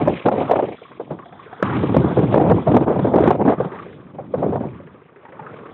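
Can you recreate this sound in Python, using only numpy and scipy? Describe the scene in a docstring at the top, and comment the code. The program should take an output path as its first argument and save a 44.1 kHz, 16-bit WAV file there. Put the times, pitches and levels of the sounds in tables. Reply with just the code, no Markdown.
"""Twin-rotor helicopters pass far overhead, heard outdoors on a small hand-held microphone in gusty wind.
In runs, blade slaps crack some fourteen times a second, each a struck resonance with one echo off nearby walls.
Helicopters and rushing wind together make a broad drone, roar and hiss with a whine band, all flickering noise.
Close up, noise bursts thump on the microphone port and a lumpy noise rumbles and flutters there.
Two shots meet at a hard cut near 1.63 s; the narrow-band recorder overloads on the hardest gusts."""
import sys
import numpy as np
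from scipy import signal
from scipy.io import wavfile

SR = 44100
rng = np.random.default_rng(int(sys.argv[2]) if len(sys.argv) > 2 else 0)


def to_linear_factor(level_db):
    """Convert decibel levels (scalar or array-like) to linear amplitude factors."""
    exponent = np.asarray(level_db, float) / 20
    return 10 ** exponent


def store_pcm(level_fs):
    """Save levels as 16-bit WAV."""
    pcm = np.round(np.clip(level_fs, -1, 1) * 32767).astype(np.int16)
    wavfile.write(sys.argv[1], SR, np.atleast_2d(pcm).T)


N = 252693

# Fixed resonances of every far slap. Each row: centre in Hz, width in Hz, level in dB.
SLAP_RESONANCES = [(416, 250, -8.5), (1400, 900, -13)]


def slaps():
    """A blade cuts the other rotor's vortex: a soft chop, a scattered tail and one smeared echo."""
    out = np.zeros(N)
    echo_lag = round(0.03 * SR)
    echo_db = -18
    for s, peak_db, hz in slap_rows():
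        direct, back = rng.standard_normal((2, 8000))
        push = to_linear_factor(-16) * burst(direct, rise=0.0006, t60=0.075)
        push[40] += 1      # the crack itself, 0.9 ms in
        push[echo_lag:] += to_linear_factor(echo_db) * burst(back, rise=0.003, t60=0.07)[:-echo_lag]
        chop = resonance(resonance(push, hz, 0.25 * hz), hz, 0.25 * hz)
        for body_hz, width, level_db in SLAP_RESONANCES:
            chop += to_linear_factor(level_db) * resonance(push, body_hz, width)
        distant = dull(dull(chop, hz=1940), hz=2140)      # the long air path takes the treble
        add(out, s - 0.001, distant, peak_db)
    return out


# Runs of evenly spaced slaps. Each row: first slap in seconds, last slap in seconds.
SLAP_RUNS = [(0.781, 0.917), (1.189, 1.597), (3.719, 4.068), (4.801, 5.232), (5.252, 5.535), (5.588, 5.658)]
# The slaps as the machines move overhead, before scatter. 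Each row: time in seconds, peak in dB, centre in Hz.
SLAP_PATH = [(0.78, -41.5, 1130), (0.92, -30, 1170), (1.19, -29.5, 1100), (1.26, -32, 645),
             (1.33, -31.5, 665), (1.4, -28.5, 1100), (1.46, -30.5, 396), (1.53, -25, 684), (1.6, -25, 420),
             (3.72, -22.5, 370), (3.79, -25, 1100), (3.86, -31.5, 354), (4.07, -41.5, 377), (4.8, -32, 484),
             (5.08, -42, 425), (5.16, -36.5, 422), (5.24, -40, 600), (5.258, -26, 970), (5.32, -31, 590),
             (5.39, -21, 870), (5.46, -26.5, 1300), (5.54, -32.5, 464), (5.66, -28.5, 393)]


def slap_rows():
    """Time, peak dB and centre Hz of each blade pass; strength and pitch scatter from slap to slap."""
    blade_period_s = 0.0695
    scatter_db, pitch_scatter = 1.5, 0.06      # pitch as a fraction
    runs = []
    for first, last in SLAP_RUNS:
        count = round((last - first) / blade_period_s) + 1
        runs.append(np.linspace(first, last, count))
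    s = np.concatenate(runs)
    at, path_db, path_hz = np.transpose(SLAP_PATH)
    chance = rng.standard_normal((len(s), 2))
    peak_db = np.interp(s, at, path_db) + scatter_db * chance[:, 0]
    hz = np.interp(s, at, path_hz) * np.exp(pitch_scatter * chance[:, 1])
    return zip(s, peak_db, hz)


# Broad drone, roar and hiss of helicopters and rushing wind together, with a whine band,
# in two lists: before and after the cut.
# Each row: time in seconds, drone in dB, roar in dB, hiss in dB, whine in dB.
WASH_LEVELS = [
    [(0.0, -35.5, -41, -39.5, -64), (0.24, -45, -48.5, -42.5, -59), (0.43, -31.5, -32.5, -45, -57),
     (0.65, -47, -50, -45, -66), (0.84, -63, -63, -54.5, -60.5), (1.1, -71, -59.5, -64.5, -69.5),
     (1.35, -74, -53.5, -83, -62), (1.43, -49.5, -47, -51.5, -62.5), (1.622, -53, -41.5, -77, -65)],
    [(1.63, -52, -24.5, -40, -60), (1.84, -44, -33, -40.5, -53), (2.07, -39.5, -33.5, -51, -54),
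     (2.35, -53.5, -41, -44, -57), (2.62, -48, -38.5, -50, -57.5), (2.94, -43.5, -36, -53.5, -64.5),
     (3.1, -41, -41, -58, -57.5), (3.31, -48, -24.5, -49, -57), (3.4, -26.5, -59.5, -53.5, -79),
     (3.5, -38.5, -31, -45.5, -59.5), (3.67, -41.5, -38.5, -64, -68), (3.8, -41.5, -40, -52, -64),
     (3.94, -41, -57, -54, -63), (4.0, -51, -55, -65, -72.5), (4.3, -57, -54, -64, -76),
     (4.53, -45, -46.5, -56.5, -68.5), (5.05, -54.5, -58, -66.5, -82.5), (5.3, -48, -51, -64, -77),
     (5.4, -44.5, -43.5, -69, -79), (5.55, -40, -44.5, -57, -70), (5.73, -43.5, -48.5, -62, -71)],
]
# Spectra of the broad drone, roar and hiss. Each row: frequency in Hz, relative density in dB per Hz.
DRONE_SPECTRUM = [(53, -36), (90, 1), (135, 7), (297, -1), (415, 8), (700, -5.5), (910, -45.5),
                  (1540, -120)]
ROAR_SPECTRUM = [(380, -28), (650, -3), (1050, 15.5), (1310, 5.5), (2050, -7), (2360, -12.5), (2600, -20),
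                 (3380, -42), (5720, -120)]
HISS_SPECTRUM = [(1060, -20), (1800, 4.5), (2080, 5), (2350, 7.5), (2960, 0), (3410, -5), (4050, -15),
                 (5260, -39.5), (8910, -120)]


def helicopter_and_wind_wash():
    """Shimmering drone and roar of helicopters and wind, a treble hiss that is stronger in windy parts, a
    whine."""
    drone_db, roar_db, hiss_db, whine_db = in_time(WASH_LEVELS)
    drone = banded_noise(DRONE_SPECTRUM, shared_db=4.0, own_db=-0.5, rate=23)
    roar = banded_noise(ROAR_SPECTRUM, shared_db=2.5, own_db=3.0, rate=30)
    hiss = banded_noise(HISS_SPECTRUM, shared_db=4.0, own_db=3.0, rate=51)
    return to_linear_factor(drone_db) * drone + to_linear_factor(roar_db) * roar + to_linear_factor(hiss_db) * hiss + whine(whine_db)


def whine(level_db):
    """A breathy whine band: noise twice through one resonance, its level flickering."""
    hz, width_hz = 3353, 610
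    once = resonance(rng.standard_normal(N), hz, width_hz)
    twice = resonance(once, hz, width_hz)
    return to_linear_factor(level_db + 3.4 * drift(25)) * rms_one(twice)


# Strong buffets right at the microphone port.
# Each row: start in seconds, peak in dB, centre in Hz, rasp in dB under the wobble,
# t60 decay in seconds (burst() holds it to 0.2 at most).
BUFFETS = [(0.015, -11.5, 272, -18, 0.1), (0.076, -0.5, 543, -31, 0.041), (0.119, -17, 263, -38.5, 0.17),
           (0.258, -3, 493.5, -20.5, 0.05), (0.285, -0.5, 671, -39, 0.028), (0.315, -7, 656, -18.5, 0.05),
           (0.349, -20.5, 425, -22, 0.11), (0.378, -10.5, 438, -28, 0.06), (0.406, -14.5, 670, -29, 0.13),
           (0.497, -9, 663, -25, 0.017), (0.512, -0.5, 572, -21, 0.047), (0.534, -4.5, 604, -26, 0.04),
           (0.558, -8, 557, -37, 0.038), (0.591, -4.5, 650, -28, 0.049), (0.624, -8.5, 436, -38, 0.12),
           (0.683, -20, 490, -11.5, 0.06), (0.816, -28.5, 510, -25, 0.14), (0.998, -16.5, 406, -35, 0.077),
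           (1.009, -24, 460, -34, 0.028), (1.105, -16, 159, -27, 0.13), (1.118, -24, 700, -26, 0.042),
           (1.627, -4, 300, -19, 0.024), (1.628, -5, 1300, -16, 0.017), (1.697, -16.5, 1400, -26, 0.077),
           (1.765, -12, 311, -16.5, 0.042), (1.83, -11, 340, -19.5, 0.12), (1.893, -9.5, 177, -30, 0.034),
           (1.946, -5, 425, -22, 0.023), (1.967, 1, 235, -34, 0.02), (2.018, -16.5, 167, -26.5, 0.028),
           (2.044, -9.5, 310.5, -30.5, 0.03), (2.11, -10.5, 166, -25.5, 0.11),
           (2.168, -4.5, 420, -28.5, 0.3), (2.189, -4, 196, -30.5, 0.043), (2.231, -4.5, 187, -24, 0.086),
           (2.323, -7, 171, -20, 0.052), (2.343, 0, 412.6, -33.5, 0.018), (2.36, -3.5, 502, -23, 0.019),
           (2.378, -6, 389, -25, 0.027), (2.41, -1.5, 244, -29, 0.055), (2.499, -5.5, 318, -20, 0.02),
           (2.509, -2.5, 606, -27, 0.045), (2.561, -13, 259, -32, 0.086), (2.67, -5, 580, -25, 0.13),
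           (2.718, -5, 308.6, -17.5, 0.02), (2.743, -0.5, 245, -25.5, 0.098), (2.768, -2, 627, -21, 0.036),
           (2.808, -7.5, 296, -24, 0.086), (2.868, -26, 405, -26.5, 0.02), (2.908, -10, 424, -25.5, 0.18),
           (2.991, -6.5, 192, -25, 0.041), (3.045, -6, 355, -29, 0.075), (3.068, -8, 245, -34, 0.15),
           (3.138, -2, 579, -30, 0.05), (3.159, -1, 388, -30, 0.033), (3.179, -4, 630, -23.5, 0.052),
           (3.204, -3, 392, -22.5, 0.063), (3.239, -3.5, 253.3, -18.5, 0.021),
           (3.275, -2, 294.5, -19, 0.055), (3.307, -0.5, 665, -20.5, 0.032), (3.352, -3.5, 526, -28, 0.028),
           (3.414, -9.5, 395, -40, 0.02), (3.45, -7, 226, -30, 0.26), (3.488, -11.5, 694, -20, 0.21),
           (3.603, -7, 500, -28, 0.053), (3.647, -12.5, 157, -25, 0.071), (4.185, -20, 620, -37, 0.089),
           (4.34, -8.5, 521, -35, 0.049), (4.379, -19, 223, -25, 0.19), (4.427, -8, 429, -34, 0.13),
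           (4.464, -12, 250, -46, 0.03), (4.49, -17.5, 402, -33, 0.037), (4.524, -10.5, 483, -36, 0.11),
           (4.559, -9.5, 493, -31, 0.018), (4.605, -14.5, 166, -32, 0.14), (4.648, -17, 171, -42, 0.13)]


def buffets():
    """An eddy hits the port: a wobble around its own pitch, a broad puff under it, a rasp of air on top."""
    out = np.zeros(N)
    noise = rng.standard_normal((len(BUFFETS), 3, 8000))
    for (s, peak_db, hz, rasp_db, t60), (narrow, broad, thin) in zip(BUFFETS, noise):
        wobble = rms_one(resonance(resonance(narrow, hz, 0.5 * hz), hz, 0.48 * hz))
        puff = rms_one(resonance(resonance(broad, 350, 420), 400, 490))
        rasp = rms_one(resonance(thin, 670, 1000))
        body = dull(burst(wobble + to_linear_factor(-4.0) * puff, rise=0.003, t60=t60), hz=1300)
        air = to_linear_factor(rasp_db) * burst(rasp, rise=0.0041, t60=t60)
        add(out, max(s - 0.003, 0), body + air, peak_db)
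    return out


# Wind at the port, ahead of its limit, in two lists: before and after the cut.
# Each row: time in seconds, rumble in dB, flutter in dB.
WIND_LEVELS = [
    [(0.0, -18, -18.5), (0.13, -24.5, -25), (0.23, -57.5, -48), (0.26, -21.5, -13), (0.42, -31.5, -19),
     (0.47, -28.5, -29), (0.6, -31.5, -21.5), (0.72, -37.5, -36), (0.79, -56, -56), (0.97, -48.5, -49),
     (1.11, -38, -40), (1.28, -49, -46.5), (1.622, -50.5, -48)],
    [(1.63, -22.5, -36.5), (1.9, -18, -31.5), (2.03, -12.5, -24.5), (2.15, -24.5, -31), (2.2, -17, -26),
     (2.31, -19.5, -29.5), (2.37, -20.5, -13.5), (2.52, -10, -11.5), (2.62, -25.5, -35.5),
     (2.7, -13.5, -19), (2.85, -18.5, -17), (2.93, -26, -13), (3.02, -17, -28.5), (3.14, -20, -17.5),
     (3.27, -16.5, -13), (3.38, -19.5, -21.5), (3.5, -22.5, -7), (3.6, -24, -31), (3.71, -40, -38),
     (3.92, -41.5, -58), (4.14, -39, -40.5), (4.32, -40.5, -48), (4.36, -28, -32), (4.46, -21.5, -31),
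     (4.65, -33, -27), (4.74, -33.5, -64), (4.94, -50, -56), (5.2, -63, -63), (5.5, -56, -54),
     (5.73, -46, -51)],
]
# Spectra of the wind at the port. Each row: frequency in Hz, relative density in dB per Hz.
RUMBLE_SPECTRUM = [(18, -57), (30, -27.5), (80, -0.5), (134, 4.5), (400, -4.5), (520, -38), (880, -120)]
FLUTTER_SPECTRUM = [(120, -19.5), (200, -5.5), (653, -6), (976, -14), (1060, -16), (1130, -25), (1520, -39),
                    (2200, -54), (2860, -66.5), (4840, -120)]


def wind():
    """Turbulence at the port: a lumpy rumble and a choppier flutter that comes in small eddies."""
    port_limit = 0.45
    rumble_db, flutter_db = in_time(WIND_LEVELS)
    rumble = banded_noise(RUMBLE_SPECTRUM, shared_db=3.0, own_db=-1.5, rate=36)
    flutter = banded_noise(FLUTTER_SPECTRUM, shared_db=7.0, own_db=1.5, rate=60.6)
    swing = to_linear_factor(rumble_db) * rumble + to_linear_factor(flutter_db) * flutter
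    choked = port_limit * np.tanh(swing / port_limit)      # the narrow port chokes the biggest swings
    return dull(choked, hz=1100)


# The level dips briefly.
# Each row: middle in seconds, depth in dB, length in seconds (full width where 1/e of the depth is left).
LULLS = [(0.309, 12, 0.024), (0.618, 16, 0.0087), (2.652, 6.5, 0.032), (2.798, 8, 0.012), (2.858, 14, .016),
         (3.006, 8, 0.0067), (3.118, 2, 0.038), (3.359, 5.5, 0.049), (3.4, 1, 0.013), (3.563, 11, 0.037),
         (4.128, 7, 0.016)]


def lulls():
    """Gain that sinks and recovers in a bell shape at each dip."""
    t = np.arange(N) / SR
    dip_db = sum(depth_db * np.exp(-(2 * (t - s) / length) ** 2) for s, depth_db, length in LULLS)
    return to_linear_factor(-dip_db)


def rms_one(x):
    """Scale to unit rms."""
    return x / np.sqrt(np.mean(x ** 2) + 1e-20)


def in_time(shots):
    """Columns of the joined level tables, one value a sample."""
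    s, *columns = np.transpose(np.concatenate(shots))
    return [np.interp(np.arange(N) / SR, s, column) for column in columns]


def drift(rate):
    """Slow chance of spread 1: noise at every 20th sample through a double one-pole low-pass at rate Hz."""
    r = np.exp(-40 * np.pi * rate / SR)
    slow = signal.lfilter([1], [1, -2 * r, r * r], rng.standard_normal(N // 20 + 2002))
    slow = slow[2000:]      # skip the filter's start
    return np.interp(np.arange(N) / 20, np.arange(len(slow)), rms_one(slow))


def resonance(x, hz, width):
    """Two-pole band-pass with gain 1 on top."""
    r = np.exp(-np.pi * width / SR)
    zeros = [(1 - r * r) / 2, 0, (r * r - 1) / 2]
    poles = [1, -2 * r * np.cos(2 * np.pi * hz / SR), r * r]
    return signal.lfilter(zeros, poles, x)


def dull(x, hz):
    """Low-pass that takes the edge off."""
    return signal.sosfilt(signal.butter(2, hz, fs=SR, output="sos"), x)


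def banded_noise(spectrum, shared_db, own_db, rate):
    """Third-octave bands of noise that flicker partly together, partly alone; rms 1."""
    table_hz, table_db = np.transpose(spectrum)
    edges = 25 * 2 ** np.arange(0, 7.7, 1 / 3)
    together = drift(rate)
    white = rng.standard_normal((2, N))      # neighbouring bands use different noise
    out = 0
    for k, (low, high) in enumerate(zip(edges, edges[1:])):
        level_db = np.interp(np.log(low * high) / 2, np.log(table_hz), table_db)
        band_pass = signal.butter(2, [low, high], "band", fs=SR, output="sos")
        band = signal.sosfilt(band_pass, white[k % 2])
        out = out + band * to_linear_factor(level_db + own_db * drift(rate / 2))
    flicker_db = 2 * shared_db * np.tanh(together / 2)
    return rms_one(out * to_linear_factor(flicker_db))


def burst(noise, rise, t60):
    """Noise that swells within the rise time and then dies away, both in seconds."""
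    t = np.arange(len(noise)) / SR
    swell = (1 - np.exp(-t / rise)) ** 2
    decay = np.exp(-np.log(1000) * t / np.clip(t60, 0.01, 0.2))
    return noise * swell * decay


def add(out, s, sound, peak_db):
    """Mix a sound in at a time, with a given peak."""
    i = round(s * SR)
    scaled = to_linear_factor(peak_db) * sound / np.abs(sound).max()
    out[i:i + len(sound)] += scaled[:N - i]


def scene():
    """Far helicopters over the wind at the microphone; the dips spare the slaps."""
    dipping = helicopter_and_wind_wash() + buffets() + wind()
    return (slaps() + dipping * lulls())[None]


def top_cut(x):
    """Nothing passes above the cut-off."""
    return signal.sosfilt(signal.butter(12, 15800, fs=SR, output="sos"), x)


def record(dry):
    """The capsule loses deep bass and rounds big swings; a narrow band is kept; hard peaks are cut flat."""
    saturation, overload = 1.2, 0.71      # full scale is 1
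    capsule = signal.sosfilt(signal.butter(2, 85, "high", fs=SR, output="sos"), dry)
    capsule = saturation * np.tanh(capsule / saturation)
    narrow = signal.sosfilt(signal.cheby2(12, 70, 4900, fs=SR, output="sos"), capsule)
    clipped = np.clip(narrow, -overload, overload)      # throws ticks into the empty treble
    return top_cut(clipped)


dry = scene()
out = record(dry)
store_pcm(out)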